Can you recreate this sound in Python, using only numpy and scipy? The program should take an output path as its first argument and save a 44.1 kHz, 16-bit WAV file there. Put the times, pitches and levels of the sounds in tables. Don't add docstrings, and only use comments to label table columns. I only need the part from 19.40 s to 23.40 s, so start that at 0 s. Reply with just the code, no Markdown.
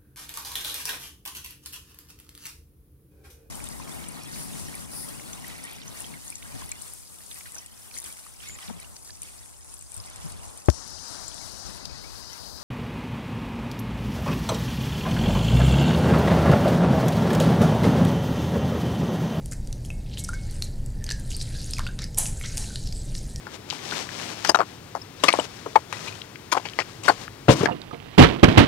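import sys
import numpy as np
from scipy import signal
from scipy.fft import rfft, irfft
from scipy.io import wavfile

SR = 44100
rng = np.random.default_rng(int(sys.argv[2]) if len(sys.argv) > 2 else 0)


def master_out(mix):
    frames = np.transpose(np.atleast_2d(mix))
    ceiling = np.clip(frames, -1, 1)
    pcm = np.round(ceiling * 32767).astype(np.int16)
    wavfile.write(sys.argv[1], SR, pcm)


N = 176400
TIME = np.arange(N) / SR

# frequency in Hz, relative density in dB.
RUMBLE_SPECTRUM = [(11, -39), (18, 7.5), (32, 0), (59, -5.5), (123, -7), (344, -27), (600, -31.5),
                   (800, -60.5)]
AIR_SPECTRUM = [(300, -7), (550, 2.5), (800, 2.5), (1200, -12), (1850, -7.5), (3000, -18), (4700, -12),
                (9000, -15), (13000, -16.5), (16000, -26)]
SPRAY_SPECTRUM = [(300, -14), (800, -2), (1400, -12), (3000, -8.5), (5000, -8.5), (7300, 3.5), (10300, 2.5),
                  (12000, -9), (15500, -17)]
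# bubble pitch in Hz, gain in dB.
FIZZ_SPECTRUM = [(1200, -17.5), (1700, -10), (2600, -13.5), (3400, -15), (4500, -9.5), (6000, -12.5),
                 (8000, -6.5), (10000, -9.5), (12500, -23)]
# start and end in seconds, then the low, middle
# and high fizz levels in dB, before colouring.
HAND_PRESSES = [(0.78, 1.025, -61, -56.5, -62), (1.036, 1.25, -59.5, -57, -53.5),
                (1.83, 2.033, -61.5, -52.5, -55.5), (2.029, 2.357, -60, -44.5, -50),
                (2.357, 2.477, -61, -51, -71), (3.011, 3.22, -50.5, -49, -48),
                (3.2, 3.417, -66, -42.5, -52.5), (3.427, 3.704, -69.5, -52.5, -55.5),
                (3.672, 3.996, -63, -55.5, -52.5)]
FIZZ_BANDS_HZ, RESTING_FIZZ_DB = (2000, 4100, 9000), (-69, -62.5, -62)
# start in seconds, level in dB, pitch in Hz, t60 in seconds.
CELL_BURSTS = [(0.059, -22.5, 9000, 0.0017), (0.2735, -28, 6040, 0.0016), (0.3275, -22, 5730, 0.0043),
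               (.449, -40.5, 3020, 0.019), (0.773, -25.5, 2930, 0.013), (.781, -30.5, 3560, 0.018),
               (1.111, -27.5, 10000, 0.0033), (1.2226, -15.5, 4020, 0.012), (1.2229, -16, 9000, 0.0018),
               (1.4612, -29.5, 7550, 0.0072), (1.6417, -21, 6200, 0.006), (1.665, -24.5, 4620, 0.0085),
               (1.6911, -21, 4030, 0.012), (1.7033, -16, 4170, 0.0078), (1.7114, -17, 4760, 0.0074),
               (1.7199, -19, 5740, 0.0075), (1.7985, -30, 9000, .004), (1.906, -21.5, 5230, 0.0024),
               (1.966, -20, 8550, 0.009), (2.0134, -25, 3830, 0.019), (2.3088, -22, 8630, 0.01),
               (2.335, -17, 4950, 0.012), (2.3838, -22.5, 6100, 0.0065), (2.3925, -28, 4200, 0.0072),
               (2.4738, -27, 3480, 0.01), (2.5899, -20.5, 3780, 0.0058), (2.6202, -23.5, 5140, 0.0039),
               (2.641, -18.5, 4730, 0.0055), (2.746, -26.5, 5430, .004), (2.7752, -22, 4960, .002),
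               (2.857, -19, 2860, 0.0011), (2.865, -18.5, 5940, 0.0028), (3.038, -29, 3020, 0.022),
               (3.172, -13, 6260, 0.0011), (3.179, -12, 6500, 0.0035), (3.358, -17.5, 4000, 0.0063),
               (3.473, -24, 5300, 0.0052), (3.5247, -27, 4700, 0.019), (3.7513, -19, 4100, 0.003),
               (3.96, -22.5, 5400, 0.004)]
# centre in Hz, gain in dB.
HOLLOW_BANDS = [(1800, -5.5), (4600, -16)]
# start in seconds, length in seconds, level in dB, centre in Hz.
BUBBLE_CLOUDS = [(0.111, 0.025, -38.5, 7250), (.118, .016, -46, 2180), (0.442, 0.023, -47, 8700),
                 (0.656, .09, -55, 3550), (0.726, 0.018, -44.5, 4100), (0.775, 0.028, -45, 4040),
                 (0.779, 0.027, -37.5, 8900), (0.838, 0.011, -32, 8800), (0.884, 0.0083, -39, 6940),
                 (0.933, 0.018, -46, 6550), (1.231, 0.019, -43, 9000), (1.901, 0.032, -42.5, 7660),
                 (1.905, 0.028, -42.5, 3950), (2.009, .018, -37, 6760), (2.386, 0.02, -37.5, 1270),
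                 (2.589, 0.048, -42.5, 5430), (2.582, 0.06, -47.5, 2000), (1.671, .045, -49, 2500),
                 (2.782, 0.0055, -14, 10600), (2.865, 0.012, -34.5, 8300), (3.04, 0.022, -41.5, 2200),
                 (3.042, 0.053, -40.5, 6200), (3.741, 0.052, -43, 6600)]
# start in seconds, level in dB, pitch in Hz,
# t60 in seconds, relative pitch rise per second.
JUICE_DROPS = [(0.5032, -27.5, 2590, 0.028, 2.5), (.8897, -23.5, 1418, 0.056, -0.8),
               (0.934, -29, 1507, 0.054, 3), (1.69, -28.5, 1690, 0.016, 1), (1.7107, -24, 1720, 0.026, 1),
               (2.3673, -32, 2530, 0.021, 0), (2.3841, -24, 2210, 0.011, 2),
               (2.3936, -16.5, 1230, 0.0084, 0), (2.466, -28, 1466, 0.047, -2.5),
               (2.4667, -28, 2515, 0.032, 27), (2.489, -33, 1505, 0.041, 9),
               (3.0124, -25.5, 2170, 0.0072, 3), (3.242, -35, 2730, 0.016, 1)]
# start in seconds, level in dB.
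TINE_PLUCKS = [(.5034, -55), (.80, -52.5), (.934, -45), (3.0124, -45)]
# frequency in Hz, gain in dB, t60 in seconds.
TINE_MODES = [(2190, 4.5, 0.38), (5000, 4, 0.061)]
# start in seconds, length in seconds, level in dB,
# starting pitch in Hz, glide in octaves.
TRICKLES = [(1.547, 0.35, -59, 1844, -0.27), (1.937, 0.025, -39.5, 3910, 0.54),
            (1.993, 0.024, -41.5, 5400, -0.34), (2.081, 0.13, -56.5, 1647, 0.026),
            (2.192, 0.087, -54, 7700, .4), (3.271, 0.093, -56, 1580, -0.15),
            (3.52, .12, -49.5, 7850, 0.015), (3.87, 0.22, -64.5, 1790, 0.089)]
# start in seconds, level in dB, rise time in seconds, t60 in seconds.
JUICE_JETS = [(2.772, -23, 0.013, 0.43), (3.169, -34.5, 0.005, 0.47)]


def from_db(db):
    return 10 ** (np.asarray(db) / 20)


def rms_one(x):
    return x / np.sqrt(np.mean(x ** 2) + 1e-20)


def at_hz(points, hz):
    f, db = np.transpose(points)
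    return np.interp(np.log(hz + 1e-3), np.log(f), db)


def cut(x, hz, kind):
    return signal.sosfilt(signal.butter(2, min(hz, .45 * SR), kind, fs=SR, output="sos"), x)


def add(out, start, sound):
    i = max(int(start * SR), 0)
    out[i:i + len(sound)] += sound[:max(len(out) - i, 0)]


def dying(t, t60):
    return np.exp(-np.log(1000) * t / t60)


def noise(spectrum):
    gains = from_db(at_hz(spectrum, np.arange(N // 2 + 1) * SR / N))
    return rms_one(irfft(rfft(rng.standard_normal(N)) * gains, N))


def drift(moves_per_s):
    knots = rng.standard_normal(4096)
    return rms_one(np.interp(TIME * moves_per_s, np.arange(len(knots)), knots))


def bubble(hz, t60, rise_per_s=0):
    t = TIME[:int(t60 * SR) + 64]
    onset_cycles = .28
    swell = 1 - np.exp(-t * hz / onset_cycles)
    return np.sin(2 * np.pi * hz * t * (1 + rise_per_s * t / 2)) * dying(t, t60) * swell


def crack(hz, t60, octaves):
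    envelope = dying(TIME[:SR // 20], t60)
    burst = cut(rng.standard_normal(len(envelope)) * envelope, hz / 2 ** octaves, "high")
    burst = cut(burst, hz * 2 ** octaves, "low")
    return burst * np.sqrt(np.sum(envelope ** 2) / np.sum(burst ** 2))


def background():
    rumble = cut(noise(RUMBLE_SPECTRUM), 760, "low")
    hum = np.sqrt(2) * np.sin(2 * np.pi * 120.1 * TIME)
    return from_db(-31) * rumble + from_db(-44.5) * hum + from_db(-57.5) * noise(AIR_SPECTRUM)


def fizz(bubbles_per_s=5000, t60_cycles=31, fade_s=.062):
    holds = np.array([(1 + np.tanh((TIME - start) / fade_s)) * (1 - np.tanh((TIME - end) / fade_s)) / 4
                      for start, end, *_ in HAND_PRESSES])
    pitches, log_bands = np.geomspace(1300, 14500, 26), np.log(FIZZ_BANDS_HZ)
    sizes = from_db(2.5 * np.minimum(rng.exponential(1, N), 4)) * rng.choice([-1, 1], N)
    clicks = sizes * (rng.random(N) < bubbles_per_s / SR)
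    cavity = rng.integers(0, len(pitches), N)
    channel_hz = 6200 * 2 ** (.56 * drift(22))
    out = np.zeros(N)
    for k, hz in enumerate(pitches):
        radius, angle = dying(1 / SR, t60_cycles / hz), 2 * np.pi * hz / SR
        drive = clicks * (cavity == k) + 1e-12 * sizes
        ring = rms_one(signal.lfilter([1, 0, -1], [1, -2 * radius * np.cos(angle), radius ** 2], drive))
        pressed = from_db([np.interp(np.log(hz), log_bands, bands) for _, _, *bands in HAND_PRESSES])
        resting = from_db(np.interp(np.log(hz), log_bands, RESTING_FIZZ_DB))
        level = np.sqrt(pressed ** 2 @ holds + resting ** 2)
        channel_db = 6 * np.exp(-(np.log2(hz / channel_hz) / .28) ** 2)
        flicker_db = 3 * drift(40)
        out += ring * level * from_db(at_hz(FIZZ_SPECTRUM, hz) + channel_db + flicker_db)
    return out


def pops(twin_lag_s=.001101, twin_db=-10, twin_ratio=1.315):
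    out = np.zeros(N)
    for start, db, hz, t60 in CELL_BURSTS:
        for lag, gain_db, pitch in (0, db, hz), (twin_lag_s, db + twin_db, hz * twin_ratio):
            chirp = cut(bubble(pitch, t60, rise_per_s=33), pitch / 2, "high")
            add(out, start + lag, from_db(gain_db) * chirp)
        add(out, start, from_db(db - 9.5) * crack(hz, t60=.011, octaves=.99))
    return out


def bowl(x):
    t = TIME[:SR // 2]
    tail = rng.standard_normal(len(t)) * dying(t, t60=.21)
    ring = np.zeros(len(t))
    for hz, db in HOLLOW_BANDS:
        band = signal.butter(2, hz * np.exp([-.09, .09]), "band", fs=SR, output="sos")
        ring += from_db(db) * signal.sosfilt(band, tail)
    return signal.fftconvolve(x, ring / np.sqrt(np.sum(tail ** 2)))[:N]


def kitchen(x, t60=.3, delay_s=.0031):
    t = TIME[:SR // 2]
    tail = cut(rng.standard_normal(len(t)), 12800, "low") * dying(t, t60) * (t > delay_s)
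    return from_db(-12.5) * signal.fftconvolve(x, tail / np.sqrt(np.sum(tail ** 2)))[:N]


def squelches(bubbles_per_s=1900, spread_oct=.32, glide_oct=.13, t60_cycles=17):
    out = np.zeros(N)
    for start, length, db, centre_hz in BUBBLE_CLOUDS:
        chance, cloud = rng.standard_normal((400, 4)), np.zeros(SR // 4)
        count = int(np.clip(length * bubbles_per_s, 2, len(chance)))
        for k, (jitter, pitch, size, sign) in enumerate(chance[:count]):
            hz = centre_hz * 2 ** (spread_oct * pitch + glide_oct * (k / count - .5))
            hz = min(hz, 12500 - 700 * abs(size))
            progress = 1.6 * (k + abs(jitter)) / count
            envelope = (1 + progress) / (1 + progress ** 6)
            gain = np.sign(sign) * from_db(6.5 * np.clip(size, -2, 2)) * envelope
            add(cloud, length * progress, gain * bubble(hz, t60_cycles / hz))
        cloud = cut(cloud, centre_hz / 2, "high")
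        add(out, start, from_db(db) * cloud * np.sqrt(length * SR / np.sum(cloud ** 2)))
    return out


def drops():
    out = np.zeros(N)
    for start, db, hz, t60, rise in JUICE_DROPS:
        add(out, start, from_db(db) * bubble(hz, t60, rise))
        add(out, start, from_db(db - 6) * crack(hz, t60=.0063, octaves=2.9))
    return out


def fork(swell_s=.015):
    out, t = np.zeros(N), TIME[:SR]
    ring = sum(from_db(db) * np.sin(2 * np.pi * hz * t) * dying(t, t60) for hz, db, t60 in TINE_MODES)
    ring *= 1 - np.exp(-t / swell_s)
    for start, db in TINE_PLUCKS:
        add(out, start, from_db(db) * ring)
    return out


def crackles(ticks_per_s=45, centre_hz=6500):
    out = np.zeros(N)
    for start, end, _, middle_db, _ in HAND_PRESSES:
        chance = rng.standard_normal((64, 3))
        count = int((end - start) * ticks_per_s)
        for k, (jitter, pitch, size) in enumerate(chance[:count]):
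            hz = centre_hz * 2 ** (np.tanh(pitch) / 2)
            gain = from_db(middle_db + 13.5 + 2 * np.clip(size, -2, 2))
            tick = cut(bubble(hz, t60=10 / hz, rise_per_s=33), hz / 2, "high")
            add(out, start + (k + jitter) / ticks_per_s, gain * tick)
    return out


def gurgles(relative_bandwidth=.031):
    out = np.zeros(N)
    for start, length, db, hz, glide in TRICKLES:
        t = TIME[:int(length * SR)]
        ticks = rng.standard_normal(len(t)) ** 5
        carrier = np.exp(2j * np.pi * np.cumsum(hz * 2 ** (glide * t / length)) / SR)
        pole = np.exp(-np.pi * relative_bandwidth * hz / SR)
        ring = carrier * signal.lfilter([1], [1, -pole], ticks / carrier)
        gurgle = cut(ring.real, hz / 2, "high") * np.sqrt(np.hanning(len(t)))
        add(out, start, from_db(db) * rms_one(gurgle))
    return out


def squirts(echo_s=.00126, echo_db=-10.5):
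    level = np.zeros(N)
    for start, db, rise, t60 in JUICE_JETS:
        t = np.maximum(TIME - start, 0)
        level += from_db(db) * np.sqrt(np.minimum(t / rise, 1)) * dying(t, t60)
    spray = level * noise(SPRAY_SPECTRUM)
    spray *= from_db(-2 * drift(880))
    return spray + from_db(echo_db) * np.interp(TIME - echo_s, TIME, spray)


def scene():
    lemon = pops() + drops() + gurgles() + squelches() + squirts() + fizz() + crackles()
    lemon = signal.sosfilt(signal.butter(4, 11700, fs=SR, output="sos"), lemon)
    side = from_db(-34) * cut(kitchen(lemon), 9800, "high")
    centre = lemon + bowl(lemon) + kitchen(lemon) + fork() + background()
    return np.array([centre + side, centre - side])


def record(dry):
    ceiling, cutoff_hz = .65, 16000
    rounded = ceiling * np.tanh(dry / ceiling)
    return signal.sosfilt(signal.ellip(10, .1, 80, cutoff_hz, fs=SR, output="sos"), rounded)


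dry = scene()
out = record(dry)
master_out(out)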